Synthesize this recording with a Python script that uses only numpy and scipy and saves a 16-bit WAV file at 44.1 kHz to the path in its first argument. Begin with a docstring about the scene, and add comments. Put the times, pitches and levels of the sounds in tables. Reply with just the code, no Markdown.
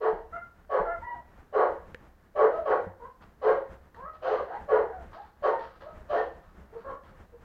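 """A hoarse puppy yap sets a bare, hard-walled room ringing; more follow from a wooden pen.
Others whine in short glides, claws tick, paws scrape the boards, bodies bump the pen, under hum and hiss.
Voices are jittered sums of partials plus throat-shaped noise; knocks are decaying sines with a noise crack;
scrapes, hum and hiss are filtered noise. A synthetic room response adds the ring; a dull microphone hears it."""
import sys
import numpy as np
from scipy import signal
from scipy.fft import rfft, irfft
from scipy.io import wavfile
from scipy.ndimage import uniform_filter1d

SR = 44100
rng = np.random.default_rng(int(sys.argv[2]) if len(sys.argv) > 2 else 0)


def rack_gain(trim_db):
    """Turn a fader trim in dB into the linear factor to multiply a signal by."""
    fader = np.asarray(trim_db, float)
    return 10 ** (fader / 20)


def bounce(signal):
    """Save signal as a 16-bit WAV file at the path given by the first command-line argument."""
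    frames = np.transpose(np.atleast_2d(signal))
    limited = np.clip(frames, -1, 1)
    pcm = np.round(limited * 32767).astype(np.int16)
    wavfile.write(sys.argv[1], SR, pcm)


N = 328104


def curve_db(points, hz):
    """Reads a spectrum on a log-frequency axis."""
    point_hz, point_db = np.transpose(points)
    return np.interp(np.log(np.maximum(hz, 1)), np.log(point_hz), point_db)


def colour(x, points):
    """Causal minimum-phase filter with the given spectrum, made from the folded cepstrum."""
    grid_hz = np.arange(4097) * SR / 8192
    cepstrum = irfft(np.log(rack_gain(curve_db(points, grid_hz))))
    cepstrum[1:4096] *= 2
    cepstrum[4097:] = 0
    impulse = irfft(np.exp(rfft(cepstrum)))
    return signal.fftconvolve(x, impulse)[:len(x)]


def noise(points):
    """Coloured noise of unit strength."""
    x = colour(rng.standard_normal(N), points)
    return x / x.std()


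def walk(rate_hz, size):
    """Smooth random wander about 0, spread near 1."""
    k = max(int(SR / rate_hz), 2)
    smooth = uniform_filter1d(uniform_filter1d(rng.standard_normal(size), k), k)
    return np.sqrt(1.44 * k) * smooth


def call(start_s, length_s, fade_s):
    """Sample span of a call, its progress 0-1, and soft ends."""
    span = np.arange(int(start_s * SR), min(int((start_s + length_s) * SR), N))
    t = span / SR - start_s
    edge = np.clip(np.minimum(t, length_s - t) / fade_s, 0, 1)
    return span, t / length_s, edge


def arch(progress, share, first, top, last):
    """A control that goes from first to top at the given share of the call, then to last."""
    return np.interp(progress, [0, np.clip(share, 0, 1), 1], [first, top, last])


def voice(hz, partials, hoarse, jitter=0.1216, shimmer_db=5.0, scatter_db=5.0, rate_hz=160):
    """Partials (multiple, amplitude) of folds whose cycles vary in length, strength and shape when hoarse."""
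    size = len(hz)
    wobble = walk(rate_hz, size)
    wobble = wobble - wobble.mean()
    phase = 2 * np.pi * np.cumsum(hz * (1 + jitter * hoarse * wobble)) / SR
    strength = rack_gain(shimmer_db * hoarse * walk(rate_hz, size))
    tone = np.zeros(size)
    for multiple, level in partials:
        scatter = rack_gain(scatter_db * hoarse * walk(rate_hz, size))
        tone += level * scatter * np.sqrt(2) * np.sin(multiple * phase)
    return strength * tone


def knocks(events, cycles, board_hz, board_db, board_s, crack_db):
    """Each contact: a short ring of its own, a ring of the board, a noise crack."""
    out, t = np.zeros(N + SR), np.arange(SR // 4) / SR
    for start_s, level_db, ring_hz in events:
        hit = np.sin(2 * np.pi * ring_hz * t) * np.exp(-t * ring_hz / cycles)
        hit += rack_gain(board_db) * np.sin(2 * np.pi * board_hz * t) * np.exp(-t / board_s)
        hit += rack_gain(crack_db) * rng.standard_normal(len(t)) * np.exp(-t / 0.00053)
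        start = int(start_s * SR)
        out[start:start + len(t)] += rack_gain(level_db) * hit
    return out[:N]


# building hum spectrum: (frequency [Hz], relative level [dB])
HUM_SPECTRUM = [(20, -57.5), (33, -44), (48, -57.5), (64, -43.5), (100, -57), (140, -59.5), (190, -57),
                (270, -63.5), (500, -64.5), (1100, -68.5), (1900, -72.5), (3000, -68.5), (7000, -69)]


def building_hum(gain_db=18.5, sway_db=3.5):
    """Hum and murmur of the building: coloured noise, swaying a little in level."""
    return colour(rng.standard_normal(N), HUM_SPECTRUM) * rack_gain(gain_db + sway_db * walk(17, N))


# bodies against the pen: (time [s], level [dB], ring [Hz])
BODY_BUMPS = [(0.131, -41.5, 31.6), (0.8, -35.5, 31.2), (2.869, -36, 94.5), (4.037, -45, 60),
              (7.297, -62, 60.6)]


def body_bumps():
    """Low thuds: a body's blunt push rings the pen low, with almost no crack."""
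    return knocks(BODY_BUMPS, cycles=3.5, board_hz=181.0, board_db=1.5, board_s=0.017, crack_db=-54.0)


# paws dragged on the boards: (time [s], relative level [dB], decay [s])
PAW_SCRAPES = [(3.212, -42, 0.015), (3.9416, -50.5, 0.048), (4.129, -47, 0.057), (5.127, -43.5, 0.096),
               (5.5868, -41.5, 0.12), (5.8, -44.5, 0.047), (6.419, -53, 0.071), (6.776, -48.5, 0.056),
               (7.0315, -50, 0.057)]
# spectrum of a paw on wood: (frequency [Hz], level [dB])
BOARD_SPECTRUM = [(300, -14), (1200, -3), (2000, -14), (4500, 1), (7500, -25.5)]


def paw_scrapes(grain_db=-4.5, rise_s=0.0074):
    """Paws dragged over the boards: a grainy rasp that dies away."""
    grain = rng.standard_normal(N) * rack_gain(grain_db * walk(400, N))
    rasp = colour(grain, BOARD_SPECTRUM)
    envelope, t = np.zeros(N), np.arange(N) / SR
    for start_s, level_db, decay_s in PAW_SCRAPES:
        rise = np.clip((t - start_s) / rise_s, 0, 1)
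        envelope += rack_gain(level_db) * rise * np.exp(-np.maximum(t - start_s, 0) / decay_s)
    return envelope * rasp


# claws on the boards: (time [s], relative level [dB], ring [Hz])
CLAW_TICKS = [(0.649, -51, 1490), (1.946, -24.5, 1800), (3.211, -46.5, 1357), (3.856, -53.5, 1100),
              (3.946, -39.5, 1866), (5.121, -46, 1200)]


def claw_ticks():
    """Hard claws: a strong crack over short rings of claw and board."""
    return knocks(CLAW_TICKS, cycles=3.1, board_hz=500, board_db=-10.5, board_s=0.007, crack_db=11.0)


# throat response, also used by the yaps: (frequency [Hz], gain [dB])
THROAT_GAIN = [(120, -40.5), (180, -26.5), (260, -31), (340, -7), (500, -0.5), (800, -1.5), (1150, -9.5),
               (1900, -18.5), (2400, -22.5), (3500, -59)]
# upper throat resonances, also used by the yaps: (frequency [Hz], gain [dB])
RASP_GAIN = [(1800, -40), (2500, -10), (3000, 0), (3550, -8), (4250, 1), (5300, -13), (6400, -15),
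             (7300, -30), (10000, -50)]
# (time [s], length [s], first pitch [Hz], held pitch [Hz], relative peak level [dB], voicing)
WHINE_CALLS = [ (0.322, 0.11, 670, 698.7, -47, "open"), (0.848, .14, 690, 686.2, -38.5, "doubled"),
               (1.014, 0.2, 883, 978.5, -39, "clear"), (1.1, .12, 905, 617, -49.5, "sliding"),
               (2.508, 0.15, 656.5, 644.5, -32.5, "nasal"), (2.996, .12, 455.6, 511, -52.5, "breathy"),
               (3.963, .22, 430.4, 630, -52.5, "breathy"), (4.22, 0.13, 606.7, 761, -35.5, "hoarse"),
               (4.469, .17, 725.6, 854, -40, "hoarse"), (4.89, 0.14, 830, 663, -43, "sliding"),
               (5.142, 0.13, 555, 838, -46.5, "nasal"), (5.5, 0.11, 923, 922, -36, "clear"),
               (5.817, 0.18, 517, 639, -44, "nasal"), (6.099, 0.16, 677.6, 735, -33, "hoarse"),
               (6.154, .1, 897, 911, -48.5, "open"), (6.721, .1, 441, 453.5, -43.5, "nasal"),
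               (6.84, 0.15, 523, 553, -42.5, "yelped"), (7.1, 0.1, 560, 525, -59, "nasal"),
               (7.319, 0.062, 500, 486, -54, "nasal"), ]
# voicing: (octave over fundamental [dB], half lines from strong-weak cycles, relative [dB],
# glide [share of length])
WHINE_VOICINGS = {"nasal": (-19.5, -24, 0.33), "breathy": (3.7, -18.5, .5), "open": (8, -21, 0.29),
                  "doubled": (1, -8, 0.48), "hoarse": (-14.5, -9, .5), "sliding": (-15.5, -29, 0.92),
                  "clear": (-11, -31, 0.14), "yelped": (-3, -7.5, 0.403)}
# voicing: hoarseness [0-1]
WHINE_HOARSENESS = {"nasal": .24, "breathy": .3, "open": .15, "doubled": .13, "hoarse": .55, "sliding": .2,
                    "clear": .1, "yelped": .38}


def whines(fall_db=-12.5, odd_db=-1.5, tilt_db=5.0, breath_db=0.0, rasp_db=-8.0):
    """Glides to a held pitch that sag and fade: partials, half lines and air set by the voicing."""
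    out, breath = np.zeros(N), noise(THROAT_GAIN) + rack_gain(rasp_db) * noise(RASP_GAIN)
    for start_s, length_s, first_hz, held_hz, peak_db, voicing in WHINE_CALLS:
        octave_db, half_db, glide_share = WHINE_VOICINGS[voicing]
        hoarse = WHINE_HOARSENESS[voicing]
        span, progress, edge = call(start_s, length_s, fade_s=0.0096)
        hz = arch(progress, glide_share, first_hz, held_hz, held_hz * 0.985)
        level_db = peak_db + arch(progress, 0.4, -8, 0, -16.5)
        partials = [(0.99, 1)]
        for k in range(2, 6):
            partials.append((k, rack_gain(octave_db + fall_db * (k - 2) + k % 2 * odd_db)))
        for k in range(3):
            partials.append((k + 0.5, rack_gain(half_db + tilt_db * (k - 3.0) + octave_db / 2)))
        turbulence = hoarse * rack_gain(breath_db + max(0, octave_db)) * breath[span]
        out[span] += edge * rack_gain(level_db) * (voice(hz, partials, hoarse) + turbulence)
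    return out


# (time [s], length [s], settled pitch [Hz], relative peak level [dB], relative rasp [dB])
YAP_CALLS = [(0.004, 0.1, 440.4, -17.5, -18), (0.692, 0.12, 509.2, -16.5, -20),
             (1.525, 0.14, 490, -14, -20.5), (2.35, 0.13, 500, -14.5, -20),
             (2.647, 0.12, 504.4, -15, -19.5), (3.413, .13, 489.1, -15.5, -17), (4.215, 0.2, 483, -21, -9),
             (4.678, 0.13, 485.2, -15, -21), (5.421, 0.089, 507.5, -15, -14),
             (6.086, .15, 508.8, -21.5, -9.5)]


def yaps(breath_db=3.0, half_db=-1, chest_hz=345, chest_db=-6.5):
    """Hoarse bursts: uneven cycles, half lines and turbulence, all shaped by the throat."""
    out, breath, rasp = np.zeros(N), noise(THROAT_GAIN), noise(RASP_GAIN)
    for start_s, length_s, pitch_hz, peak_db, rasp_db in YAP_CALLS:
        span, progress, edge = call(start_s, length_s, fade_s=0.012)
        level_db = peak_db + arch(progress, 0.51, -2, 0, -17.5)
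        hz = pitch_hz * arch(progress, 0.452, 1.14, 1, 1)
        # overtones rise as the jaws open
        open_db = arch(progress, 0.78, -14, -5, -5)
        # folds start evenly, break up as the air runs through
        hoarse = 0.27 + (0.8 - 0.27) * progress
        partials = []
        for k in range(2, 10):  # k counts half multiples; odd k are half lines
            partial_db = curve_db(THROAT_GAIN, k / 2 * hz) + (k > 2) * open_db + k % 2 * half_db
            partials.append((k / 2, rack_gain(partial_db) * (hoarse if k % 2 else 1)))
        # a second, lower vibration grows and sags to chest pitch
        sag_hz = chest_hz + (hz - chest_hz) * (1 - progress) ** 3
        chest_partials = [(k, progress * rack_gain(chest_db) / k) for k in (1, 2, 3)]
        chest = voice(sag_hz, chest_partials, hoarse / 2)
        turbulence = hoarse * rack_gain(0.5 * open_db + breath_db) * breath[span] + rack_gain(rasp_db) * rasp[span]
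        out[span] += edge * rack_gain(level_db) * (voice(hz, partials, hoarse) + chest + turbulence)
    return out


# standing waves: (frequency [Hz], relative level [dB])
ROOM_MODES = [(182, 6.5), (347, -1.5), (438, 3), (485, -12), (525, 2), (606, -5.5), (675, -4.5),
              (739, -5.5), (801, -6), (843, -10), (914, -12), (967, -12), (1045, -19.5), (1108, 5.5),
              (1180, 5), (1267, -14), (1400, -8), (1500, -7), (1620, -5.5), (1780, -11), (1878, -13.5)]
# early echoes from pen boards and near walls: (delay [s], relative level [dB])
EARLY_ECHOES = [(.0031, -7.5), (.0087, -5), (0.0149, -0.5), (.0218, -23.5)]
# diffuse tail, fuller high up where standing waves blur: (frequency [Hz], relative level [dB])
TAIL_SPECTRUM = [(300, -5), (2200, 0)]


def room(x, modes_db, tail_db, echo_db=0.0, mode_t60_s=0.24, tail_t60_s=0.4, build_s=0.0025):
    """Direct sound, early echoes, decaying standing waves and a diffuse noise tail."""
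    t = np.arange(SR) / SR
    modes = np.zeros(SR)
    for k, (hz, level_db) in enumerate(ROOM_MODES):
        modes += (-1) ** k * rack_gain(level_db) * np.sin(2 * np.pi * hz * t) * rack_gain(-60 * t / mode_t60_s)
    tail = colour(rng.standard_normal(SR), TAIL_SPECTRUM) * rack_gain(-60 * t / tail_t60_s)
    response = (rack_gain(modes_db) * modes + rack_gain(tail_db) * tail) * (1 - np.exp(-t / build_s))
    response[0] += 1
    for delay_s, level_db in EARLY_ECHOES:
        response[int(delay_s * SR)] += rack_gain(level_db + echo_db)
    return signal.fftconvolve(x, response)[:N]


def scene():
    """The yaps fill the room most, the whines less; the contacts are close and dry."""
    ticks = rack_gain(0.5) * room(claw_ticks(), -75.0, -47.0, echo_db=-26.0)
    scrapes = rack_gain(9.5) * room(paw_scrapes(), -73.5, -46.0)
    whining = rack_gain(3.5) * room(whines(), -57.5, -32.5)
    yapping = rack_gain(-11.0) * room(yaps(), -43.5, -20.0)
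    return (building_hum() + body_bumps() + scrapes + ticks + whining + yapping)[None]


def top_cut(x):
    """Nothing passes above the cut-off."""
    return signal.sosfilt(signal.butter(12, 15750, fs=SR, output="sos"), x)


# microphone response: (frequency [Hz], gain [dB])
MIC_GAIN = [(20, -3), (1800, -2), (2400, -13.5), (4500, -28.5), (7000, -29), (16000, -46)]
# amplifier hiss spectrum: (frequency [Hz], level [dB])
HISS_SPECTRUM = [(2800, -82), (4000, -75), (6000, -78), (9000, -82), (13000, -78), (16000, -77)]


def record(dry):
    """The microphone loses the treble; its amplifier adds a thin steady hiss."""
    hiss = colour(rng.standard_normal(N), HISS_SPECTRUM)
    mix = colour(dry[0], MIC_GAIN) + hiss
    return top_cut(mix[None])


dry = scene()
out = record(dry)
bounce(out)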